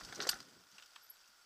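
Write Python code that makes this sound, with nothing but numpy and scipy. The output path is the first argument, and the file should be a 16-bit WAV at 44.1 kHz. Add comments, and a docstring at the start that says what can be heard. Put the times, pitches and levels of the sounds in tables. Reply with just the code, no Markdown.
"""A mountain bike clatters through a bump on a dirt trail, heard from the rider's helmet.
The tyres thud, the frame knocks, the chain rattles and the bike lands with one hard metal clack.
Then it runs on quietly: stones snap under the tyres, wind fades, and a brake gives a thin squeak.
Hard hits are short bursts of noise plus fading tones; rolling and wind are filtered noise."""
import sys
import numpy as np
from scipy import signal
from scipy.fft import rfft, irfft, next_fast_len
from scipy.io import wavfile

SR = 44100
rng = np.random.default_rng(int(sys.argv[2]) if len(sys.argv) > 2 else 0)


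def dump_mix(stems):
    """Bounce the given channels to the path in sys.argv[1] as a 16-bit WAV at rate SR."""
    frames = np.atleast_2d(stems).T  # one column per channel
    limited = np.clip(frames, -1, 1)  # hard clip at full scale
    pcm = np.round(limited * 32767).astype(np.int16)
    wavfile.write(sys.argv[1], SR, pcm)


N = 63945
T = np.arange(N) / SR

# How loud the rolling is; the jingle follows it: (time [s], relative level [dB])
ROLL_LEVEL = [(0, -55.5), (.19, -54.5), (.25, -52.5), (.38, -56.5), (.45, -61), (.62, -65), (.72, -64),
              (.77, -60), (.87, -63), (.94, -62), (1.08, -64.5), (1.45, -65)]
# The bright sound of chain slaps and grit: (frequency [Hz], relative level [dB])
RATTLE_SPECTRUM = [(100, -34.5), (400, -19.5), (1000, -5.5), (1450, 1.5), (2300, -14), (3300, -4),
                   (4700, 1), (6200, -1), (7500, -11.5), (10000, -21.5), (14000, -21), (16000, -44)]


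def landing():
    """Metal hits metal in three quick cracks; the middle one sets the metal ringing."""
    # Tilt makes a hit brighter (+) or duller (-). Fade is the time it takes to drop by 60 dB.
    # (time [s], level [dB], tilt [dB/octave], fade [s], pitch [Hz])
    cracks = [(0.2905, -27, -2, .022, 2957), (0.293, -24, 0.5, .014, 4752), (0.295, -36, -0.5, 0.028, 4530)]
    # The sound of a crack: (frequency [Hz], relative level [dB])
    spectrum = [(250, -38), (800, -23), (1150, -13), (1450, -9), (2250, -25), (2950, -4.5), (3800, -13.5),
                (4700, 3), (5400, -4.5), (8000, -7.5), (10000, -17.5), (13500, -18.5), (16000, -26)]
    # The metal's own tones: (pitch [Hz], relative level [dB], fade [s])
    metal_tones = [(1458, -20, 0.15), (3576, -21, 0.086), (4480, -9, 0.045), (4798, 0.5, 0.023),
                   (5820, -10, 0.032), (8040, -8.5, 0.028), (8940, -15, 0.074), (9150, -37, 0.4),
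                   (9550, -15, 0.048), (12270, -8.5, 0.049), (12240, -34, 0.18)]
    out = ringing_hits(cracks, spectrum, ring_db=0.5, ring_fade_s=0.017)
    add(out, cracks[1][0], from_db(-23.5) * body_ring(metal_tones) * fade_in(rise_s=0.00045))
    return out


def frame_knocks():
    """Hollow knocks, duller where the hit is soft; each leaves the frame ringing."""
    # (time [s], level [dB], tilt [dB/octave], fade [s], treble cutoff [Hz])
    knocks = [(.0098, -47, -5.5, 0.046, 5000), (.089, -51, -2.5, 0.051, 5000),
              (0.1252, -38.5, -2, 0.025, 7000), (.195, -47, -9, 0.035, 2500),
              (.2025, -32.5, 5.5, 0.033, 7000), (.2515, -43, -5.5, .03, 4000),
              (.269, -42.5, -4.5, 0.039, 4000), (0.2934, -39, 0.5, 0.054, 5000),
              (.3297, -34.5, 2.5, 0.027, 1900), (.355, -48, -4.5, 0.095, 1900)]
    # The sound of a knock: (frequency [Hz], relative level [dB])
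    spectrum = [(60, -32), (500, -11), (950, -11), (1400, 5), (1900, 1.5), (2400, -8), (3100, -8.5),
                (3650, -3), (4800, -4.5), (7000, -36), (10000, -58)]
    # The frame's own tones: (pitch [Hz], relative level [dB], fade [s])
    frame_tones = [(736, -20, 0.16), (805.3, -23, 0.29), (1410, -16, .14), (1502, -14, 0.15)]
    out, frame = np.zeros(N), body_ring(frame_tones)
    for start, db, tilt_db, fade_s, cutoff_hz in knocks:
        out += keep_band(noise_burst(start, db, tilt_db, fade_s, spectrum), cutoff_hz, "low")
        add(out, start, from_db(db) * frame)
    return out


def tyre_thuds():
    """Soft blows of the tyres, each a few fading tones put slightly out of tune at random."""
    # (time [s], level [dB], base pitch [Hz], fade [s])
    thuds = [(0.066, -60, 168, 0.11), (0.099, -53, 147, 0.089), (.1253, -47, 720, .025),
             (.178, -51, 340, 0.065), (.188, -41.5, 442, 0.062), (.207, -47, 413.6, 0.076),
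             (.232, -40, 355, 0.041), (.251, -38, 480, 0.026), (0.2671, -29.5, 550, 0.03),
             (.395, -56, 270, 0.058), (.565, -69, 151.5, 0.072), (.73, -67, 212, 0.095),
             (1.289, -76.5, 198, 0.094)]
    # The tones in a thud: (pitch [times the base pitch], relative level [dB])
    tones = [(1.002, 2.5), (1.298, -3), (0.75, -5.5), (1.747, -10)]
    out = np.zeros(N)
    for start, db, hz, fade_s in thuds:
        thud = sum(from_db(db + tone_db) * ring(hz * ratio * rng.normal(1, 0.054), fade_s)
                   for ratio, tone_db in tones)
        add(out, start, thud * fade_in(rise_s=0.0026))
    return out


def chain_slaps():
    """Chain and cables slap the bike, and the part they hit rings briefly."""
    # (time [s], level [dB], tilt [dB/octave], fade [s], pitch [Hz])
    slaps = [(.001, -54, -2, 0.097, 5860), (.035, -51.5, 0, 0.059, 4700), (0.0484, -47, 7, 0.052, 5400),
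             (.096, -51, -3, 0.03, 4500), (.1255, -49.5, 5, 0.014, 6340), (.148, -47, 7.5, 0.026, 5070),
             (.157, -47, 4, 0.06, 5870), (0.2137, -40, -2.5, 0.035, 6130), (.222, -39.5, 0, 0.05, 4600),
             (.229, -44, 1, .06, 5300), (.237, -45, -2.5, 0.079, 4300), (.270, -42, 8, 0.051, 6160),
             (0.2733, -40.5, 5, 0.029, 7470), (.283, -43, -2.5, 0.039, 5140), (0.3123, -42, 2, 0.05, 5600),
             (.317, -44, 2, .04, 4540), (0.322, -45, 0, 0.03, 5100), (0.3421, -51, 4, 0.021, 6070),
             (.4035, -44.5, 1, 0.016, 4920), (.416, -57.5, 2, 0.025, 4430)]
    return ringing_hits(slaps, RATTLE_SPECTRUM, ring_db=-3, ring_fade_s=0.043)


def stones():
    """Stones snap under the tyres, each at its own pitch; one adds a woody clonk."""
    # (time [s], level [dB], tilt [dB/octave], fade [s], pitch [Hz])
    snaps = [(.7159, -61.5, 10, 0.031, 5800), (.7822, -50, -0.5, 0.026, 2710), (.790, -54, -4, 0.024, 1840),
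             (.799, -55.5, -3.5, 0.019, 2750), (.8241, -50, -0.5, 0.026, 3400), (.834, -60, -1, .025, 3000),
             (.8595, -59.5, 10.5, 0.0324, 5030), (.9603, -51.5, 0.5, 0.03, 3270),
             (.963, -50.5, -1, .022, 3100), (1.169, -62, 5, 0.03, 4600), (1.2422, -63, -3, 0.019, 4560),
             (1.2766, -63, 10, 0.055, 4580)]
    # The sound of a snap: (frequency [Hz], relative level [dB])
    spectrum = [(150, -55), (700, -27), (1050, -11), (1450, 0), (2100, -10), (2750, 0.5), (3400, -2.5),
                (4300, -7), (6000, -7.5), (9000, -25.5)]
    # The tones in the clonk: (pitch [Hz], relative level [dB])
    clonk_tones = [(920, -1.5), (1160, 1), (1730, -6), (2250, -1)]
    clonk_start, clonk_db, clonk_fade_s = 0.9615, -54.5, 0.042
    out = ringing_hits(snaps, spectrum, ring_db=-0.5, ring_fade_s=0.02)
    add(out, clonk_start, body_ring([(hz, clonk_db + db, clonk_fade_s) for hz, db in clonk_tones]))
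    return out


def brake_squeak():
    """A thin, wavering whistle as a brake pad brushes its disc."""
    # The path of the whistle: (time [s], pitch [Hz], level [dB])
    squeak = [(1.018, 11750, -84), (1.031, 11580, -68), (1.039, 11700, -65), (1.047, 11980, -63),
              (1.055, 12000, -74), (1.063, 11960, -67), (1.078, 11700, -88), (1.095, 11690, -74),
              (1.1, 11650, -51), (1.1045, 11610, -46), (1.112, 11570, -62), (1.126, 11680, -74),
              (1.146, 11710, -71), (1.16, 11600, -84), (1.2, 11600, -94)]
    waver_hz, flicker_db = 35, 1.2
    hz, db = curves(squeak)
    pitch = hz + waver_hz * drift(120)
    tone = np.sqrt(2) * np.sin(2 * np.pi * np.cumsum(pitch) / SR)
    touching = (T > squeak[0][0]) * (T < squeak[-1][0])
    return tone * from_db(db + flicker_db * drift(89)) * touching


def rolling():
    """Tyres on dirt: a hiss, a hollow note and crunching grit swell and fade together."""
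    # The sound of the hiss: (frequency [Hz], relative level [dB])
    spectrum = [(400, -8.5), (760, -6), (1100, -4.5), (1450, -1), (1750, -5), (2350, -8), (3400, -5),
                (4100, -10), (4750, -3), (5600, -5), (6900, -10.5), (7850, -10), (9000, -15),
                (11000, -21.5), (15300, -20)]
    hollow_hz, hollow_width_hz = 1421, 98
    grains_per_s, grain_s = 350, 0.0014
    level_db, = curves(ROLL_LEVEL)
    hiss = keep_band(colour(rng.standard_normal(N), spectrum), 400, "high")
    hollow_filter = signal.iirpeak(hollow_hz, hollow_hz / hollow_width_hz, SR)
    hollow = normalise(signal.lfilter(*hollow_filter, rng.standard_normal(N)))
    grain_starts = rng.random(N) < grains_per_s / SR
    grains = grain_starts * from_db(np.minimum(rng.exponential(1, N), 3))
    fading_grains = signal.lfilter([1], [1, -np.exp(-1 / (grain_s * SR))], grains + 1e-18)
    grit = normalise(colour(fading_grains * rng.standard_normal(N), RATTLE_SPECTRUM))
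    mix = from_db(-4) * hiss + from_db(-10.5) * hollow + from_db(-9) * grit
    return from_db(level_db + drift(44)) * mix


def rumble():
    """Lumpy low noise of tyres and wind, strongest in the bump."""
    # How loud it is: (time [s], relative level [dB])
    levels = [(0, -60), (.11, -56.5), (.15, -58.5), (.19, -51.5), (.26, -59), (.3, -59.5), (.42, -61.5),
              (.46, -68), (.58, -64.5), (.63, -72.5), (.74, -81), (.8, -87), (1.0, -93), (1.45, -97)]
    # How it sounds: (frequency [Hz], relative level [dB])
    spectrum = [(25, -21), (45, -12), (76, -7), (120, -3.5), (180, 3), (300, 2), (450, -2), (620, -5.5),
                (900, -3.5)]
    gain_db, flicker_db = -4, 2
    level_db, = curves(levels)
    noise = normalise(keep_band(colour(rng.standard_normal(N), spectrum), 760, "low"))
    return noise * from_db(gain_db + level_db + flicker_db * drift(25))


def jingle():
    """Light random touches keep spokes and chain links ringing while the bike rolls."""
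    # One tone for each small part: (pitch [Hz], relative level [dB])
    parts = [(4570, -1.5), (4690, -4.5), (4860, -2), (5040, -4.5), (5460, -1), (7850, -3.5)]
    touches_per_s, gain_db = 22, -15.5
    level_db, = curves(ROLL_LEVEL)
    out = np.zeros(N)
    for hz, db in parts:
        touches = (rng.random(N) < touches_per_s / SR) * rng.uniform(0.5, 1, N)
        out += from_db(db) * normalise(signal.fftconvolve(touches, ring(hz, fade_s=0.085))[:N])
    return from_db(gain_db + level_db) * out


def helmet_jolts():
    """Each jolt of the helmet is a brief, very deep wobble."""
    # (time of the middle [s], level [dB], half-length [s])
    jolts = [(0.043, -58, 0.019), (0.313, -63, 0.02), (0.346, -62, .018)]
    out, wobble_hz = np.zeros(N), 45.2
    for middle, db, half_length in jolts:
        swell = np.exp(-((T - middle) / half_length) ** 2)
        out += from_db(db) * swell * np.sin(2 * np.pi * wobble_hz * (T - middle))
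    return out


def breeze():
    """A faint, steady, low wind under everything."""
    return from_db(-93.5) * drift(72)


def noise_burst(start, db, tilt_db, fade_s, spectrum):
    """The noise of one hit: a sharp snap, a quick fade and a faint shiver of the whole bike."""
    out, t = np.zeros(N), T[:SR // 4]
    snap = from_db(-7.5) * fade_out(t, 0.0019)
    shiver = from_db(-25) * fade_out(t, 0.23)
    burst = rng.choice([-1, 1], len(t)) * (snap + fade_out(t, fade_s) + shiver)
    add(out, start, from_db(db) * colour(burst, spectrum, tilt_db))
    return out


def ringing_hits(hits, spectrum, ring_db, ring_fade_s):
    """Noise bursts, each with a short tone at the pitch of the thing that is hit."""
    out = np.zeros(N)
    for start, db, tilt_db, fade_s, hz in hits:
        out += noise_burst(start, db, tilt_db, fade_s, spectrum)
        add(out, start, from_db(db + ring_db) * ring(hz, ring_fade_s))
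    return out


def body_ring(tones):
    """A struck object rings with several tones at once; every other one starts upside down."""
    return sum((-1) ** k * from_db(db) * ring(hz, fade_s) for k, (hz, db, fade_s) in enumerate(tones))


def ring(hz, fade_s):
    """One pure tone that dies away."""
    return np.sin(2 * np.pi * hz * T) * fade_out(T, fade_s)


def fade_out(t, fade_s):
    """Fall from 1 to a thousandth (-60 dB) in fade_s seconds."""
    return np.exp(-np.log(1000) * t / fade_s)


def fade_in(rise_s):
    """Rise from 0 towards 1 to soften the start of a sound."""
    return 1 - np.exp(-T / rise_s)


def colour(x, spectrum, tilt_db=0):
    """Give a sound the chosen mix of lows and highs; white noise keeps its level."""
    size = next_fast_len(2 * len(x)) * 2
    octaves = np.log2(np.maximum(np.fft.rfftfreq(size, 1 / SR), 1))
    hz, db = np.transpose(spectrum)
    tilt = tilt_db * np.clip(octaves, np.log2(780), np.log2(7760))  # slopes from 780 to 7760 Hz
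    gain = normalise(from_db(np.interp(octaves, np.log2(hz), db) + tilt))
    # These steps make the filter ring only after a hit, never before it.
    cepstrum = irfft(np.log(gain))
    cepstrum[1:size // 2] *= 2
    cepstrum[size // 2 + 1:] = 0
    response = np.exp(rfft(cepstrum))
    return irfft(rfft(x, size) * response)[:len(x)]


def keep_band(x, hz, kind):
    """Keep the "low" or the "high" side of a frequency."""
    return signal.sosfilt(signal.butter(2, hz, kind, fs=SR, output="sos"), x)


def drift(hz):
    """A random wobble of about 1 either way, mostly slower than hz."""
    return normalise(keep_band(rng.standard_normal(2 * N), hz, "low")[N:])


def curves(rows):
    """Join timed points with straight lines, one curve for each column after the time."""
    times, *columns = np.transpose(rows)
    return [np.interp(T, times, column) for column in columns]


def from_db(db):
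    """Turn decibels into a number to multiply by."""
    return 10 ** (np.asarray(db) / 20)


def normalise(x):
    """Scale to an average strength (rms) of 1."""
    return x / np.sqrt(np.mean(x ** 2) + 1e-30)


def add(out, start, x):
    """Mix a sound in at a start time in seconds."""
    first = max(int(start * SR), 0)
    out[first:first + len(x)] += x[:N - first]


def scene():
    """All parts of the ride, close by in the open air, in one channel."""
    rattle = frame_knocks() + chain_slaps() + stones() + jingle()
    blows = landing() + tyre_thuds() + helmet_jolts()
    return (rattle + blows + rolling() + rumble() + breeze() + brake_squeak())[None]


def record(dry):
    """The microphone adds faint hiss; the highest treble is cut steeply."""
    hiss_db, cutoff_hz = -76, 15350
    hiss = from_db(hiss_db) * rng.standard_normal(dry.shape)
    return signal.sosfilt(signal.ellip(10, 0.1, 70, cutoff_hz, fs=SR, output="sos"), dry + hiss)


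dry = scene()
out = record(dry)
dump_mix(out)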